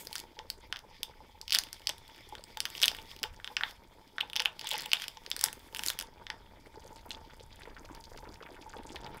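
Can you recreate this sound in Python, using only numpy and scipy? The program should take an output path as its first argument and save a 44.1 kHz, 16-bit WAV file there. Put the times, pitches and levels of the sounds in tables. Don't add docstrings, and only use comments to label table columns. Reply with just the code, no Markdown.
import sys
import numpy as np
from scipy import signal
from scipy.fft import rfft, irfft, next_fast_len
from scipy.io import wavfile
from scipy.ndimage import uniform_filter1d, map_coordinates

SR = 44100
rng = np.random.default_rng(int(sys.argv[2]) if len(sys.argv) > 2 else 0)


def file_out(sig):
    cols = np.atleast_2d(sig).T
    lim = np.clip(cols, -1, 1)
    pcm = np.round(lim * 32767).astype(np.int16)
    wavfile.write(sys.argv[1], SR, pcm)


def gain_from_db(level_db):
    decades = np.asarray(level_db, float) / 20
    return 10 ** decades


N = 405719

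# t/s, crackle level/dB, treble level/dB
RUSTLE_LEVELS = [(0.0, -63.5, -55.5), (0.23, -69, -81.5), (0.84, -68, -92), (1.41, -67.5, -80),
                 (1.56, -57.5, -69.5), (2.28, -63, -77), (2.61, -67, -76), (2.77, -52.5, -56),
                 (3.28, -67.5, -79.5), (3.64, -65.5, -70.5), (3.79, -72, -89), (4.07, -65.5, -78.5),
                 (4.53, -68.5, -82), (4.66, -51, -70), (4.79, -44.5, -76), (4.89, -58.5, -67),
                 (5.07, -62.5, -74), (5.74, -65.5, -68.5), (5.89, -49, -48), (6.05, -70.5, -94),
                 (6.58, -67.5, -87), (6.94, -70.5, -76), (7.58, -67, -84), (8.12, -74, -74.5),
                 (8.58, -69.5, -82), (9.2, -63.5, -93)]
# f/Hz, relative level per Hz/dB
HISS_SPECTRUM = [(4000, -11), (6500, -2), (9000, -5), (15400, -1), (15800, -8), (16100, -44.5)]
# t/s, relative level/dB
VIGOUR_LEVELS = [(0, -5), (6.6, -5), (6.7, 0), (9.2, 0)]


def unit(x):
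    return x / np.sqrt(np.mean(x ** 2) + 1e-20)


def along(points, hz):
    f, v = np.transpose(points)
    return np.interp(np.log(hz + 1), np.log(f + 1), v)


def curves(rows):
    s, *cols = np.transpose(rows)
    return [np.interp(np.arange(N) / SR, s, c) for c in cols]


def wobble(rate):
    knots = rng.standard_normal(int(N * rate / SR) + 4)
    return map_coordinates(knots, [np.arange(N) * rate / SR])


def filtered(x, response):
    m = next_fast_len(N + SR // 2)
    return irfft(rfft(x, m) * response(np.fft.rfftfreq(m, 1 / SR)), m)[:N]


def coloured(x, spectrum):
    return unit(filtered(x, lambda hz: gain_from_db(along(spectrum, hz))))


def resonances(modes):
    return lambda f: sum(gain_from_db(db) * 1j * f * w / (c * c - f * f + 1j * f * w) for c, w, db in modes)


def placed(seconds, rows):
    at = np.round(np.asarray(seconds) * SR).astype(int)[:, None] + np.arange(rows.shape[1])
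    return np.bincount(at.clip(0).ravel(), rows.ravel(), N + rows.shape[1] + SR)[:N]


def blips(db, hz, cycles, rise, glide=0, size=512):
    u = np.arange(size) / SR * hz[:, None] / cycles
    shape = (1 - np.exp(-u / rise)) ** 2 * np.exp(-u)
    wave = np.sin(2 * np.pi * cycles * u * (1 + glide * u / 2))
    return gain_from_db(db)[:, None] * wave * shape / shape.max(1, keepdims=True)


def cracks(db, life_s, low_hz):
    noise = rng.standard_normal((len(db), 256))
    burst = noise * np.exp(-np.arange(256) / SR / life_s)
    band = signal.butter(4, [low_hz, 16800], "band", fs=SR, output="sos")
    burst = signal.sosfilt(band, burst)
    return gain_from_db(db)[:, None] * burst / np.abs(burst).max(1, keepdims=True)


def grains(rate, spread_db):
    size = gain_from_db(spread_db * rng.exponential(size=N).clip(0, 4))
    return (rng.random(N) < rate / SR) * rng.standard_normal(N) * size


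def patchy(depth_db):
    z = signal.stft(rng.standard_normal(N), nperseg=512)[2]
    field = uniform_filter1d(uniform_filter1d(rng.standard_normal(z.shape), 14, 0), 6, 1)
    return unit(signal.istft(z * gain_from_db(depth_db * unit(field)), nperseg=512)[1][:N])


def lesser(start_s, end_s, level_db, low_hz, high_hz, count):
    draw = rng.random((count, 3))
    s = start_s + (end_s - start_s) * draw[:, 0]
    db = level_db + 8 * (draw[:, 1] - .5)
    return s, db, low_hz * (high_hz / low_hz) ** draw[:, 2]


def kitchen(x):
    # f/Hz, t60/s
    decay = [(500, 0.44), (3000, 0.14), (6000, 0.18), (14000, 0.12)]
    # f/Hz, width/Hz, relative level/dB
    hollow = [(834, 266, 8), (3570, 97, 3), (4800, 570, -26)]
    hz, t, z = signal.stft(rng.standard_normal((2, SR // 2)), SR, nperseg=256)
    fade = gain_from_db(-60 * t / along(decay, hz)[:, None])
    tails = signal.istft(z * fade, SR, nperseg=256)[1]
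    turn = 2 * np.pi * 9.5 * np.arange(N) / SR
    parts = np.pad(x * [np.cos(turn), np.sin(turn)], [(0, 0), (60, 0)])
    wet = signal.fftconvolve(parts, tails / np.linalg.norm(tails[0]), axes=1).sum(0)[:N]
    return 0.73 * wet + filtered(wet, resonances(hollow))


def flame():
    # t/s, level/dB
    burner = [(0.0, -72), (0.07, -59), (3.23, -57), (3.33, -50), (3.51, -63.5), (3.56, -55.5),
              (4.05, -63.5), (8.22, -53), (8.56, -58.5), (8.99, -47), (9.02, -55), (9.2, -51.5)]
    # f/Hz, relative level per Hz/dB
    rumble_spectrum = [(8.8, -26.5), (15, 2), (84, -4.5), (140, -13), (161, -30), (200, -13), (260, -43.5),
                       (440, -120)]
    flame_db, = curves(burner)
    hiss = gain_from_db(-78) * coloured(rng.standard_normal(N), HISS_SPECTRUM)
    rumble = coloured(rng.standard_normal(N), rumble_spectrum)
    return hiss + gain_from_db(flame_db + 1.1 * wobble(7)) * rumble


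def droplets(count):
    # f/Hz, width/Hz, relative level/dB
    rim = [(3450, 150, -1.5), (4780, 130, 1.5), (6330, 90, -5), (7140, 90, -4.5)]
    shower = np.repeat(rng.random((count, 3)), 5, 0)
    draw = rng.standard_normal((count * 5, 3))
    hz = (1300 * 11.5 ** shower[:, 1] * np.exp(.2 * draw[:, 1])).clip(0, 16000)
    size_db = 14 * shower[:, 0] ** 3 + 5 * draw[:, 0] + .8 * np.log2(hz)
    s = shower[:, 2] * N / SR + .007 * np.abs(draw[:, 2])
    ticks = unit(placed(s, blips(size_db, hz, cycles=1.3, rise=.3, size=128)))
    return ticks + gain_from_db(4) * filtered(ticks, resonances(rim))


def simmer():
    # t/s, level/dB
    boil = [(0.0, -56), (1.53, -61.5), (2.61, -57), (2.74, -54), (4.07, -60), (4.82, -54.5), (5.12, -59.5),
            (5.48, -54.5), (6.66, -57.5), (6.92, -52), (7.38, -56.5), (9.2, -51)]
    # f/Hz, relative level per Hz/dB
    murmur_spectrum = [(71, -46), (120, 2.5), (178, 0.5), (264, -1.5), (473, -1), (787, -6.5), (905, 7.5),
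                       (1050, -11.5), (1580, -12), (2500, -26), (3250, -44), (5500, -120)]
    simmer_db, = curves(boil)
    churn = 1.2 * unit(grains(120, spread_db=-1.0)) + rng.standard_normal(N)
    murmur = gain_from_db(2.2 * wobble(18) - 3.0) * coloured(churn, murmur_spectrum)
    draw = rng.random((1000, 3))
    burst_s = np.repeat(rng.random(125) * N / SR, 8) + .03 * draw[:, 2] ** 2
    blub_db = 3 + 13 * draw[:, 0] ** 3 - 7 * draw[:, 1]
    blubs = blips(blub_db, 250 * 9 ** draw[:, 1], cycles=.9, rise=.5, size=1024)
    surface = placed(burst_s, blubs) + gain_from_db(-10.5) * droplets(count=650)
    return gain_from_db(simmer_db) * (murmur + gain_from_db(curves(VIGOUR_LEVELS)[0]) * surface)


def pot():
    # t/s, level/dB
    loud_knocks = [(0.115, -46), (0.371, -48), (0.399, -39), (0.64, -46), (0.839, -46.5), (1.097, -48.5),
                   (1.206, -47), (1.893, -46), (2.326, -39.5), (2.572, -42.5), (2.914, -46.5),
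                   (2.986, -47.5), (3.248, -36), (3.515, -42), (3.635, -43), (4.232, -39), (4.361, -40.5),
                   (4.403, -35.5), (4.454, -37.5), (4.644, -41), (4.718, -34), (4.742, -37), (4.86, -40.5),
                   (5.171, -46.5), (5.438, -39), (5.476, -40), (5.793, -45.5), (6.035, -43.5), (6.3, -40),
                   (6.759, -47), (6.918, -44.5), (7.056, -44), (7.177, -47.5), (7.674, -45), (8.233, -43),
                   (8.557, -48), (8.665, -43), (8.737, -46.5), (8.951, -44), (9.057, -42)]
    # f/Hz, level re knock/dB, t60/s
    pot_modes = [(865.5, 3, 0.066), (967, -5.5, 0.077), (481.3, -13, 0.16)]
    small = lesser(0, N / SR, -53, 1, 1, count=35)[:2]
    s, db = np.hstack([small, np.transpose(loud_knocks)])
    t = np.arange(4096) / SR
    draw = rng.standard_normal((len(s), len(pot_modes), 2))
    ring = 0
    for k, (hz, level_db, t60_s) in enumerate(pot_modes):
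        decay = gain_from_db(level_db + 1.54 * draw[:, k, :1] - 60 * t / t60_s)
        ring = ring + decay * np.sin(2 * np.pi * hz * (1 + 0.02 * draw[:, k, 1:]) * t)
    attack = 1 - np.exp(-t / 0.0015)
    return gain_from_db(4 * wobble(110)) * placed(s - .002, gain_from_db(db)[:, None] * ring * attack)


def plops():
    # t/s, peak level/dB, f/Hz
    loud_plops = [(0.066, -44, 452), (0.384, -42, 460), (0.446, -46, 490), (1.093, -48, 465),
                  (1.893, -38.5, 573), (2.324, -46, 360), (2.391, -44, 530), (2.829, -39, 526),
                  (2.913, -40, 638), (3.236, -37.5, 401), (4.724, -37, 546), (5.272, -46.5, 470),
                  (5.375, -45, 448), (6.771, -40.5, 396), (6.849, -41.5, 477), (7.404, -43, 460),
                  (7.672, -40, 440), (7.906, -40, 288), (8.114, -42, 456), (8.228, -43.5, 475),
                  (8.409, -41, 440), (8.608, -46.5, 275), (8.762, -37, 446), (8.899, -43, 278),
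                  (9.143, -45, 380)]
    small = lesser(0, N / SR, -53, 240, 560, count=30)
    s, db, hz = np.hstack([small, np.transpose(loud_plops)])
    return placed(s + .002, blips(db, hz, cycles=1.5, rise=.4, glide=.04, size=2048))


def spits():
    # t/s, tick peak level/dB, f/Hz
    loud_spits = [(6.6607, -45, 2090), (6.7424, -47, 1590), (6.9605, -40, 4790), (6.983, -43, 3500),
                  (7.0567, -48, 1330), (7.0858, -52, 3330), (7.1067, -23, 3700), (7.175, -47, 1490),
                  (7.2986, -44, 1480), (7.3345, -46, 2020), (7.3978, -39.5, 3220), (7.6061, -52, 1340),
                  (7.6194, -37, 2200), (7.655, -39, 1970), (7.6966, -47, 2070), (7.7663, -36, 1560),
                  (7.851, -40, 4870), (7.89, -41, 1360), (7.949, -36.5, 4950), (8.0402, -35.5, 4640),
                  (8.1752, -35.5, 4800), (8.2541, -38.5, 1290), (8.3417, -38.5, 5130), (8.4257, -39, 3150),
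                  (8.4664, -40.5, 1770), (8.5455, -43, 2300), (8.566, -40.5, 1440), (8.6176, -42.5, 5380),
                  (8.7001, -48, 1480), (8.7366, -36.5, 1360), (8.7848, -42, 3500), (8.92, -39, 5140),
                  (8.959, -26.5, 3300), (9.0569, -38.5, 1310), (9.0644, -34.5, 3500), (9.1453, -38, 1460)]
    small = lesser(VIGOUR_LEVELS[2][0], N / SR, -51, 1550, 8200, count=35)
    s, db, hz = np.hstack([small, np.transpose(loud_spits)])
    draw = rng.standard_normal((len(s), 13))
    ticks = placed(s, blips(db, hz, cycles=1.57, rise=0.047))
    for k in range(6):
        drop_hz = hz * np.exp(.3 * draw[:, k + 6])
        drops = blips(db - 10, drop_hz, cycles=1.5, rise=.25)
        ticks = ticks + placed(s + .007 * np.abs(draw[:, k]), drops)
    spray_db = -22 + 3 * np.log2(hz / 2000) + 5 * draw[:, 12]
    return ticks + placed(s, cracks(db + spray_db, life_s=0.002, low_hz=5500))


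def rustle():
    # t/s, 1/e half length/s, swell/dB
    rubs = [(0.01, 0.021, 6.5), (0.175, 0.051, 18.5), (0.633, 0.027, 9.5), (0.95, 0.04, 10.5),
            (2.16, 0.057, 3), (3.118, 0.027, 11), (3.705, 0.067, 15), (5.025, 0.061, 13),
            (5.441, 0.057, 17)]
    # f/Hz, relative level per Hz/dB
    crackle_spectrum = [(650, -65), (1100, 3.5), (1620, -24), (1770, 2.5), (2260, 8.5), (2740, -1.5),
                        (3430, 9), (3980, -1.5), (5070, 3.5), (8000, -30.5), (10400, -36), (17600, -120)]
    t = np.arange(N) / SR
    rub_db = sum(db * np.exp(-((t - s) / half_s) ** 2) for s, half_s, db in rubs)
    crackle_db, treble_db = np.array(curves(RUSTLE_LEVELS)) + rub_db
    grit = unit(grains(1500, spread_db=9.0))
    clumps_db = 1.8 * wobble(30) + 1.2 * wobble(9)
    body = coloured(0.29 * grit + patchy(depth_db=3), crackle_spectrum)
    flicker_db = .6 * clumps_db + 1.2 * wobble(40)
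    treble = coloured(0.48 * grit + patchy(depth_db=2), HISS_SPECTRUM)
    return gain_from_db(crackle_db + clumps_db) * body + gain_from_db(treble_db + flicker_db) * treble


def packet():
    # t/s, face level/dB, crease level/dB, belly level/dB, crack level/dB
    loud_snaps = [(0.0705, -44, -27, -43, -35), (0.1288, -31, -26.5, -48, -35.5),
                  (0.1546, -26.5, -31, -31, -28), (0.1618, -39, -24.5, -58, -46),
                  (0.181, -38, -30, -48, -33), (0.1924, -37, -34, -56, -39), (0.2002, -38, -32, -56, -35),
                  (0.39, -30.5, -32.5, -34.5, -58), (0.501, -29, -18.5, -43, -27),
                  (0.7255, -20.5, -25.5, -25, -38), (0.7601, -28.5, -33, -34.5, -52.5),
                  (0.7687, -34, -36, -44, -49), (0.7902, -41, -39, -59, -45),
                  (1.031, -18.5, -20.5, -62, -26.5), (1.4137, -42.5, -28.5, -63.5, -38.5),
                  (1.4795, -28.5, -28, -48, -40), (1.496, -32, -30, -52, -45),
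                  (1.506, -25.5, -21, -38, -35), (1.5218, -14, -14.5, -34, -33),
                  (1.5266, -21, -14.5, -42, -25), (1.5344, -19, -21, -31, -28),
                  (1.5435, -19, -26, -29, -27), (1.548, -42, -7.5, -20.5, -21),
                  (1.5536, -14.5, -24, -56, -27), (1.5589, -14.5, -17, -35, -29),
                  (1.5679, -26, -35, -29, -35), (1.5864, -22.5, -11.5, -27, -17),
                  (1.6361, -30.5, -31.5, -63, -35.5), (1.729, -39, -30, -42, -33),
                  (1.8711, -17.5, -12, -41.5, -28), (1.8921, -25.5, -21, -29, -24.5),
                  (1.8969, -20.5, -27, -40, -48), (2.0977, -45, -57, -49, -64.5),
                  (2.3518, -31, -39.5, -37.5, -46), (2.3823, -45, -39, -46.5, -60),
                  (2.4388, -42.5, -36, -63, -40), (2.5716, -26, -29, -34, -36),
                  (2.6034, -20.5, -16, -33.5, -23.5), (2.6535, -21, -22, -26, -28.5),
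                  (2.6602, -28, -36, -38, -43), (2.701, -40, -45, -55.5, -39), (2.751, -28, -38, -59, -49),
                  (2.77, -42, -42, -67, -45), (2.779, -31, -28, -55, -52), (2.792, -35, -35, -58, -55),
                  (2.801, -30, -33.5, -45, -40), (2.8165, -23, -20, -33, -28),
                  (2.821, -27.5, -28, -33, -31), (2.8271, -24, -11.5, -46, -29), (2.832, -7, -16, -26, -21),
                  (2.8364, -26, -41, -26, -37), (2.8406, -8, -47, -30, -31), (2.8495, -18, -56, -31.5, -35),
                  (2.856, -28, -19, -28, -20), (2.8806, -9.5, -11, -38.5, -20.5),
                  (2.887, -27, -31.5, -48, -51), (2.915, -33, -29, -37, -47),
                  (2.9478, -30, -47.5, -36, -42), (2.9866, -31.5, -49, -41, -63),
                  (3.1143, -33.5, -38.5, -53, -55), (3.1634, -39, -37.5, -56, -45),
                  (3.1896, -42, -39, -56, -49), (3.2306, -25, -19, -32.5, -29.5),
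                  (3.2377, -18, -25.5, -26, -38), (3.3995, -46, -58, -38, -62),
                  (3.4443, -24.5, -33, -34.5, -43), (3.4752, -26, -35, -33.5, -54),
                  (3.567, -15, -18.5, -37, -40), (3.5703, -23.5, -36, -24, -59),
                  (3.6091, -31.5, -37.5, -20.5, -56), (3.6348, -15.5, -40, -16.5, -55),
                  (4.1823, -26.5, -35, -21, -61.5), (4.2054, -22, -40, -39, -42),
                  (4.209, -13.5, -31, -43, -38), (4.2988, -32, -41, -45, -45), (4.332, -25, -36, -39, -39),
                  (4.3568, -26, -24, -32, -44), (4.3629, -15.5, -18.5, -35, -29),
                  (4.3701, -19, -23, -41, -47), (4.396, -16, -19.5, -41.5, -47.5),
                  (4.4015, -17.5, -17.5, -23.5, -30), (4.4201, -23.5, -55, -41, -37),
                  (4.452, -25, -28, -31, -33), (4.4568, -8.5, -25, -19.5, -30.5),
                  (4.5935, -29.5, -28, -50, -37.5), (4.6121, -32.5, -28.5, -44, -37),
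                  (4.644, -45.5, -42.5, -38, -40), (4.6711, -22, -42, -37, -30),
                  (4.6799, -35, -37.5, -48, -42), (4.69, -36, -40, -46, -30), (4.707, -25.5, -31, -53, -34),
                  (4.7129, -17, -32.5, -41, -27), (4.7174, -32, -25.5, -46, -39),
                  (4.7258, -25.5, -35, -42.5, -44), (4.733, -32.5, -41, -45.5, -31),
                  (4.741, -22, -46.5, -45.5, -44), (4.757, -41, -40, -49.5, -42.5),
                  (4.7797, -42.5, -41, -55, -30.5), (4.8066, -40, -39, -46, -33.5),
                  (4.8203, -45.5, -32, -50, -34.5), (4.834, -38.5, -37, -36.5, -42.5),
                  (4.859, -26, -39.5, -42, -33), (4.9166, -20.5, -20, -37, -43),
                  (4.9324, -6.5, -13.5, -22, -18), (4.9447, -23.5, -49.5, -34, -52.5),
                  (4.9561, -28.5, -36, -39.5, -64), (4.969, -25, -55, -34.5, -60),
                  (4.9982, -30.5, -45.5, -36.5, -45), (5.0199, -29, -29, -33, -34),
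                  (5.0402, -28, -36.5, -34, -37), (5.0812, -26.5, -27, -39.5, -32.5),
                  (5.1712, -36, -38.5, -45, -56), (5.2628, -33.5, -29.5, -36.5, -45),
                  (5.3015, -52, -38.5, -47.5, -33), (5.3144, -16, -17.5, -32.5, -35.5),
                  (5.364, -36, -26.5, -33, -30.5), (5.3922, -34, -27, -43.5, -31),
                  (5.4113, -26, -25, -33.5, -25), (5.4356, -35, -29, -43, -42),
                  (5.4392, -31, -14, -25.5, -10), (5.4491, -29.5, -42, -34, -41),
                  (5.46, -28, -26, -29.5, -27.5), (5.4845, -28.5, -51.5, -32, -60.5),
                  (5.5285, -35, -35, -41, -33), (5.7473, -28, -29.5, -32, -32.5),
                  (5.7618, -27, -44.5, -38, -40), (5.7684, -30, -36, -39.5, -30.5),
                  (5.7927, -24, -25, -30.5, -33), (5.8351, -24.5, -27, -31, -29),
                  (5.8622, -29, -23, -35, -22.5), (5.8741, -34, -30, -39, -28),
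                  (5.8838, -33.5, -15, -38, -25), (5.9011, -19.5, -25, -27, -25.5),
                  (5.989, -24, -26.5, -33, -26), (5.9991, -31.5, -28, -40.5, -31.5),
                  (6.0104, -29, -27, -34, -35), (6.0235, -33, -52, -41, -35),
                  (6.2669, -30, -36, -33.5, -59), (6.3012, -24.5, -25.5, -24, -45)]
    # f/Hz, life/cycles
    bag_modes = [(3150, 1.2), (4900, 1.3), (1700, 1.0)]
    packet_down_s = 6.35
    draw = rng.standard_normal((120, 4))
    busy = np.cumsum(gain_from_db(curves(RUSTLE_LEVELS)[0][:int(packet_down_s * SR)]))
    when_s = np.searchsorted(busy, busy[-1] * rng.random(len(draw))) / SR
    bed_s, crackle_db, treble_db = np.transpose(RUSTLE_LEVELS)
    body_db = np.interp(when_s, bed_s, crackle_db) + 12
    small_crack_db = np.interp(when_s, bed_s, treble_db) + 17
    small_db = np.transpose([body_db, body_db, body_db - 6, small_crack_db]) + 4 * draw
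    s, *voices_db, crack_db = np.vstack([np.c_[when_s, small_db], loud_snaps]).T
    detune = np.exp(.06 * rng.standard_normal((len(s), len(bag_modes))))
    shiver = 0
    for k, (db, (hz, cycles)) in enumerate(zip(voices_db, bag_modes)):
        shiver = shiver + blips(db, hz * detune[:, k], cycles, rise=0.92)
    crack = placed(s + .0006, cracks(crack_db, life_s=0.00053, low_hz=5900))
    crack = filtered(crack, lambda hz: 2.76 / (1 + 1j * hz / 9000))
    return placed(s + .0004, shiver) + crack


def scene():
    clicks = packet() + spits()
    worktop = filtered(clicks, lambda hz: gain_from_db(-11) * np.exp(-2j * np.pi * hz * 0.002666) / (1 + 1j * hz / 4000))
    walls = gain_from_db(-9.5) * kitchen(clicks)
    soup = plops() + pot() + simmer()
    return (clicks + worktop + walls + soup + rustle() + flame())[None]


def band_limit(x):
    return signal.sosfilt(signal.butter(12, 17140, fs=SR, output="sos"), x)


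def record(dry):
    # f/Hz, gain/dB
    microphone = [(20, -1.5), (60, -2.5), (10000, 1.5), (15700, -1), (16000, -12), (17500, -22)]
    mix = filtered(dry[0], lambda hz: gain_from_db(along(microphone, hz)))[None]
    return band_limit(mix)


dry = scene()
out = record(dry)
file_out(out)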